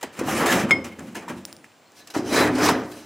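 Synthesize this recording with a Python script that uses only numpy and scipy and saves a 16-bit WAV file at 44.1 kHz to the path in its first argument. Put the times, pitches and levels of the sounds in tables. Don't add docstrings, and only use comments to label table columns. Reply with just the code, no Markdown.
import sys
import numpy as np
from scipy import signal
from scipy.fft import rfft, irfft
from scipy.io import wavfile

SR = 44100
rng = np.random.default_rng(int(sys.argv[2]) if len(sys.argv) > 2 else 0)


def gain_from_db(level_db):
    decades = np.asarray(level_db, float) / 20
    return 10 ** decades


def output_pcm(signal):
    pcm = np.clip(np.atleast_2d(signal).T, -1, 1) * 32767
    wavfile.write(sys.argv[1], SR, np.round(pcm).astype(np.int16))


N = 134505


def rms_one(x):
    return x / np.sqrt(np.mean(x ** 2) + 1e-20)


def at_hz(points, hz):
    table_hz, values = np.transpose(points)
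    return np.interp(np.log(hz), np.log(table_hz), values)


def through(x, response):
    return signal.fftconvolve(x, response)[:N]


def modes(table, size=SR):
    t = np.arange(size) / SR
    return sum(gain_from_db(db - 60 * t / t60) * np.sin(2 * np.pi * hz * t) for hz, db, t60 in table)


def wobble(per_s):
    return np.interp(np.arange(N) * per_s / SR, np.arange(999), rng.standard_normal(999))


def linger(power, t60):
    keep = gain_from_db(-120 / (t60 * SR))
    return signal.lfilter([1 - keep], [1, -keep], power + 1e-18)


# (frequency [Hz], level [dB])
AIR = [(24, -36.5), (40, -22.5), (107, -9.5), (824, -10), (1030, -12), (7730, -25.5), (14300, -42)]


def room_air():
    hz = np.fft.rfftfreq(N, 1 / SR) + 1
    air = irfft(rfft(rng.standard_normal((2, N))) * gain_from_db(at_hz(AIR, hz)), N)
    mid_side_db = np.array([[-57.5], [-70.5]])
    return air / np.std(air[0]) * gain_from_db(mid_side_db)


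# (frequency [Hz], level [dB])
WHINE = [(7504, -76), (15003, -76)]


def whine():
    t = np.arange(N) / SR
    return sum(gain_from_db(db + 2) * np.sin(2 * np.pi * hz * t) for hz, db in WHINE)


def squeak():
    t = np.arange(N) / SR
    middle_s, length_s, hz = 1.875, 0.017, 4250
    return gain_from_db(-62) * np.exp(-((t - middle_s) / length_s) ** 2) * np.sin(2 * np.pi * hz * t)


# (time [s],
# level [dB], pitch [Hz])
FLAKES = [(0.846, -29, 7800), (.879, -46, 12000), (.9945, -27, 7400), (1.025, -43, 9100),
          (1.045, -50, 10000), (1.088, -46, 11000), (1.1275, -53, 9000), (1.1555, -26, 7000),
          (1.212, -48, 8000), (1.388, -46, 8000), (1.41, -48, 9000), (2.866, -46, 10000),
          (2.782, -42, 11000), (2.838, -38, 6500)]
# (time [s], level [dB], pitch [Hz],
# fade [cycles])
POPS = [(0.03, -27, 485, 26), (0.2123, -18.5, 323, 19), (0.2133, -18, 515, 15), (.284, -17.5, 780, 33),
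        (.405, -21, 980, 16), (.46, -18.5, 1320, 33), (.54, -13.5, 300, 11), (.636, -16.5, 211, 12),
        (1.154, -29.5, 1720, 78), (1.2801, -25, 990, 25), (2.1004, -37.5, 1500, 8), (2.0718, -44, 1010, 6),
        (2.147, -24, 1370, 25), (2.164, -14, 308, 18), (2.193, -16.5, 297, 15), (2.408, -18, 436, 19),
        (2.69, -9.5, 1000, 28), (2.689, -16.5, 2330, 16), (2.688, -8, 4200, 14)]


def pops_and_flakes():
    out = np.zeros(N + SR)
    flake_cycles = 16
    for s, db, hz, cycles in [*POPS, *[(*flake, flake_cycles) for flake in FLAKES]]:
        start = int(s * SR)
        out[start:start + SR // 4] += modes([(hz, db, cycles / hz)], size=SR // 4)
    return out[:N]


# (time [s], level [dB], contact pitch [Hz])
TICKS = [
    (1.4525, -17, 5600),
    (1.5278, -24.5, 5300),
    (1.5664, -33, 5400),
    (1.588, -47, 6100),
    (1.6438, -31, 1950),
    (1.719, -44, 2600),
    (1.92, -43, 6100),
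    (1.937, -54, 7000),
]
# (frequency [Hz], level [dB], t60 [s])
PIECE = [(9200, -22, 0.03), (9320, -24, 0.03), (9588, -40, 0.5), (15010, -26, .06), (7320, -8.5, 0.004),
         (10400, -26.5, .008), (12800, -21.5, 0.0052)]


def metal_piece():
    out = np.zeros(N + SR)
    contact_cycles = 12.3
    for s, db, contact_hz in TICKS:
        dull_db = 14 * (contact_hz < 4000)
        rings = [(hz, ring_db - dull_db, t60) for hz, ring_db, t60 in PIECE]
        tick = modes([(contact_hz, 0, contact_cycles / contact_hz)] + rings, size=SR // 2)
        start = int(s * SR)
        out[start:start + SR // 2] += gain_from_db(db) * tick
    return out[:N]


# (frequency [Hz], level [dB], t60 [s])
GLASS = [(2230, 9, 0.016), (1980, -14, 0.12), (2141, 2.5, 0.17), (2165, 3, 0.17), (5146, -19, 0.22),
         (3058, -38, 0.8), (5160, -21, 0.22), (3187, -13, 0.11), (3505, -13, 0.058), (4300, -23.5, .07),
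         (6600, -18, 0.07), (8445, -17, 0.06), (10770, -26.5, 0.05), (1290, 0.5, 0.021)]
# (time [s], level [dB], contact softness corner [Hz])
CLINKS = [
    (.7087, -12.5, 20000),
    (.915, -42.5, 2200),
]


def bulb_clinks():
    out = np.zeros(N + SR)
    for s, db, soft_hz in CLINKS:
        struck = []
        for hz, mode_db, t60 in GLASS:
            softness_db = 20 * np.log10(1 + (hz / soft_hz) ** 4)
            struck.append((hz, mode_db + db - softness_db, t60))
        start = int(s * SR)
        out[start:start + SR] += modes(struck[::2]) - modes(struck[1::2])
    return out[:N]


# (time [s], level [dB])
ROLL = [
    (.7, -21.5),
    (.8, -25.5),
    (0.949, -39.5),
    (1.02, -32.5),
    (1.121, -36.5),
    (1.251, -44),
    (1.35, -33),
    (1.45, -42),
    (1.621, -51),
]


def bulb_roll():
    s, db = np.transpose(ROLL)
    return gain_from_db(np.interp(np.arange(N) / SR, s, db, -150, -150))


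def small_things_in_room(small):
    tail = rng.standard_normal((2, SR)) * gain_from_db(-60 * np.arange(SR) / SR / 0.38)
    tail = tail / np.sqrt(np.sum(tail[0] ** 2))
    mid = small + gain_from_db(-16.5) * through(small, tail[0])
    side = 0.058 * small + gain_from_db(-24.5) * through(small, tail[1])
    return np.array([mid, side])


def grains():
    grains_per_s, spread_db, clump_db, clumps_per_s = 6000, 2.5, 2, 40
    size_db = spread_db * np.minimum(rng.exponential(1, N), 4) + clump_db * wobble(clumps_per_s)
    clicks = gain_from_db(size_db) * rng.choice([-1, 1], N)
    return rms_one(clicks * (rng.random(N) < grains_per_s / SR))


def contact(strokes, knocks):
    t, out = np.arange(N) / SR, np.zeros((3, N))
    for stroke in strokes:
        s, force_db, grit_db, boom_db = np.transpose(stroke)
        force = gain_from_db(np.interp(t, s, force_db, -150, -150))
        grit = force * gain_from_db(np.interp(t, s, grit_db))
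        boom = force * gain_from_db(np.interp(t, s, boom_db))
        out += [force, grit, boom]
    for s, force_db, length_s, grit_db, boom_db in knocks:
        rise = np.clip((t - s) / (0.29 * length_s), 0, 1)
        fade = np.exp(-np.maximum(t - s, 0) / length_s)
        out += gain_from_db(force_db + np.array([[0], [grit_db], [boom_db]])) * rise * fade
    return out


# (time [s], force [dB], grit re force [dB], boom re force [dB])
PUSH = [
    (.125, -57, 3.5, -6),
    (.19, -31.5, -16.5, -5),
    (.25, -36.5, -13.5, 13),
    (.275, -32, -7, 6),
    (.29, -28.5, -5, -1),
    (.34, -27.5, -8, 9.5),
    (.385, -25, -6.5, 1),
    (.41, -20.5, -13, 3.5),
    (.455, -22, -15.5, -3),
]
PUSH_2 = [
    (.455, -23.5, -7, -0.5),
    (.5, -20, -8, -4),
    (.525, -19, -7.5, -2),
    (.545, -20, -11.5, 3),
    (.6, -23.5, -11, 1),
    (.635, -28.5, -13, 8),
    (.655, -35.5, -22, 19.5),
    (.68, -39, -18.5, 1),
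    (0.699, -23.5, -12.5, 0),
]
# (time [s], force [dB], length [s], grit re force [dB], boom re force [dB])
PUSH_KNOCKS = [(0.009, -41, 0.0089, 1.5, -14), (0.027, -23.5, 0.005, 0, -33),
               (0.189, -28, 0.0038, -2, 12.5), (0.205, -34, 0.01, -37, 4), (0.283, -24.5, 0.0075, -23.5, 7),
               (0.458, -22, 0.0072, -2, -35), (0.68, -56, 0.0076, -16, 21), (.709, -7, 0.0023, -11.5, -13),
               (0.839, -31, 0.019, -6.5, -10), (0.982, -33.5, 0.022, -12.5, -1),
               (1.144, -29, 0.03, -10, -12), (1.162, -38, 0.0063, -6, 7), (1.218, -38, 0.019, -17, -1),
               (1.28, -27, 0.012, -13.5, -22), (1.292, -30.5, 0.021, -16.5, 8.5),
               (1.468, -44.5, 0.032, -9, -15), (1.639, -50.5, 0.0098, -0.5, -4),
               (1.692, -56, 0.0087, -13.5, 1.5)]


def push_contact():
    return contact([PUSH, PUSH_2], PUSH_KNOCKS)


# (time [s], force [dB], grit re force [dB], boom re force [dB])
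HAND = [
    (1.8, -87, -2, 2.5),
    (1.87, -68, -17, -5),
    (2.0, -62, 13, 9),
    (2.06, -61, -4, 2),
    (2.8, -62.5, 0, -3),
    (2.95, -50, 0.5, 4),
    (3.05, -51, -3, 2),
]
# (time [s], force [dB], grit re force [dB], boom re force [dB])
PULL_1 = [
    (2.2, -51.5, -37, 25),
    (2.25, -42, -4.5, 10),
    (2.3, -32.5, -9, 5.5),
    (2.33, -23, -5, 3),
    (2.365, -19.5, -6, -3),
    (2.41, -18.5, -8.5, -3.5),
    (2.45, -22, -12.5, 1),
    (2.51, -32, -18, 13.5),
    (2.56, -36, -9, 5),
]
PULL_2 = [
    (2.549, -36.5, -14, 6.5),
    (2.585, -22.5, -12, -0.5),
    (2.605, -18, -18, -8),
    (2.63, -19.5, -8.5, 1),
    (2.66, -18, -8.5, -6),
    (2.7, -21, -13, -4),
    (2.73, -26.5, -19, -1),
    (2.79, -34, -20, 7.5),
    (2.859, -48, -17, 13.5),
]
# (time [s], force [dB], length [s], grit re force [dB], boom re force [dB])
PULL_KNOCKS = [(2.071, -42, 0.0048, 3.5, -12), (2.1, -45.5, 0.0092, 9.5, -23),
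               (2.137, -27.5, 0.0085, -10, -9), (2.145, -21.5, 0.015, -18, -17),
               (2.163, -36, 0.02, -2, 17.5), (2.687, -11, 0.0097, -12, -33),
               (2.914, -44, 0.006, -1.5, 17.5), (2.968, -48, 0.0045, -7, 17)]


def pull_contact():
    return contact([HAND, PULL_1, PULL_2], PULL_KNOCKS)


BAND_EDGES = 50 * 2 ** np.arange(0, 8.5, 1 / 3)
# (frequency [Hz], t60 [s])
SHEET_T60 = [(100, .2), (1000, 0.1), (14000, 0.014)]
ROOM_T60 = [(100, 1), (1500, 0.52), (14000, 0.068)]
# (frequency [Hz], side level [dB])
WIDTH = [(60, -25), (180, -52), (350, -30.5), (1650, -21), (7000, -9.5), (15000, -23)]


def sheet_and_room(drives, colours):
    out, white = np.zeros((2, N)), rng.standard_normal((2, 2, N))
    direct_db, room_db, side_room_db = -0.5, -5.5, -6
    patch_db, patches_per_s = 2, 25
    for k, (low, high) in enumerate(zip(BAND_EDGES, BAND_EDGES[1:])):
        hz = np.sqrt(low * high)
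        x = sum(drive * gain_from_db(at_hz(colour, hz)) for drive, colour in zip(drives, colours))
        x = x * gain_from_db(patch_db * wobble(patches_per_s))
        sheet = linger(x ** 2, at_hz(SHEET_T60, hz))
        room = linger(x ** 2, at_hz(ROOM_T60, hz))
        mid_noise, side_noise = white[k % 2]
        mid = gain_from_db(direct_db) * x + mid_noise * np.sqrt(sheet + gain_from_db(2 * room_db) * room)
        side = side_noise * np.sqrt(sheet + gain_from_db(2 * side_room_db) * room) * gain_from_db(at_hz(WIDTH, hz))
        band = signal.butter(2, [low, high], "band", fs=SR, output="sos")
        out += signal.sosfilt(band, [mid, side])
    return out


# (frequency [Hz], level [dB per Hz])
SHEET = [(60, -38), (90, -24), (250, -1), (700, -2.5), (1800, -8.5), (3500, -23), (6000, -55)]
# (frequency [Hz], level [dB per Hz])
PUSH_GRIT = [(1500, 5.5), (2500, 5.5), (4000, -5), (5500, -3), (7500, -4), (10000, -7), (12000, -10),
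             (16000, -16)]
PULL_GRIT = [(1500, -10), (2500, 0.5), (3800, -4.5), (5200, 0.5), (8000, -7), (11000, -8.5), (13500, -17.5),
             (16000, -15)]


def scrape(push, pull, roll):
    debris = np.minimum(roll, gain_from_db(-35.5)) * gain_from_db(-26 + 5.2 * wobble(70))
    sheet_db, grit_db = 10.5, 4
    sheet_drive = gain_from_db(sheet_db) * grains() * (push[0] + pull[0])
    push_drive = gain_from_db(grit_db) * grains() * (push[1] + debris)
    pull_drive = gain_from_db(grit_db) * grains() * pull[1]
    return sheet_and_room([sheet_drive, push_drive, pull_drive], [SHEET, PUSH_GRIT, PULL_GRIT])


# (frequency [Hz], level [dB], t60 [s])
PUSH_RUNNER = [(1320, -8, 0.045), (1720, -9, 0.04), (5300, -15, 0.019), (6440, -6, 0.014), (7500, -5, .015),
               (10950, -12, 0.014)]
PULL_RUNNER = [(843, -11.5, .03), (1517, -8, 0.043), (1723, -6.5, 0.051), (3980, -5.5, 0.027),
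               (5020, -2.5, 0.016), (13800, -13, .01)]


def runners(push_grit, pull_grit):
    out = np.zeros(N)
    for grit, runner in [(push_grit, PUSH_RUNNER), (pull_grit, PULL_RUNNER)]:
        scale = gain_from_db(-7) / np.sqrt(np.sum(modes(runner, size=SR // 8) ** 2))
        for mode in runner:
            drive = grains() * grit * gain_from_db(4 * wobble(14))
            out += scale * through(drive, modes([mode], size=SR // 8))
    return out


# (frequency [Hz], level [dB])
PUSH_PANEL = [(90, -11.5), (120, -17), (146, -17), (195, 0), (218, 2), (242, 1.5), (270, 2.5), (308, 3),
              (337, 0.5), (387, -7.5), (431, -6.5), (477, -7), (525, -1)]
PULL_PANEL = [(88, -9.5), (121, -12), (167, -37), (200, -18), (262, 3.5), (303, 5.5), (360, 2), (419, 2),
              (446, -11), (548, -1), (640, -9), (690, -3.5)]


def panels(push_boom, pull_boom):
    out = np.zeros((2, N))
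    side_db = -44
    for force, panel, boom_db in [(push_boom, PUSH_PANEL, -6.5), (pull_boom, PULL_PANEL, -2.5)]:
        ring = modes([(hz, db, 0.33 * 200 / hz) for hz, db in panel])
        ring = ring / np.sqrt(np.sum(ring ** 2))
        for channel, db in enumerate([boom_db, boom_db + side_db]):
            out[channel] += gain_from_db(db) * through(rng.standard_normal(N) * force, ring)
    return out


def drawers():
    push, pull, roll = push_contact(), pull_contact(), bulb_roll()
    out = scrape(push, pull, roll)
    out[0] += runners(push[1], pull[1])
    return out + panels(push[2] + roll, pull[2])


def scene():
    mid, side = room_air() + small_things_in_room(metal_piece() + bulb_clinks()) + drawers()
    mid = mid + whine() + squeak() + pops_and_flakes()
    return np.array([mid + side, mid - side])


def top_cut(x):
    return signal.sosfilt(signal.butter(12, 16650, fs=SR, output="sos"), x)


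def record(dry):
    bass_cut = signal.butter(3, 104, "high", fs=SR, output="sos")
    treble_cut = signal.cheby2(10, 22.0, 16100, fs=SR, output="sos")
    cut = signal.sosfilt(treble_cut, signal.sosfilt(bass_cut, dry))
    mix = 1.294 * np.tanh(cut / 1.103)
    return top_cut(mix)


dry = scene()
out = record(dry)
output_pcm(out)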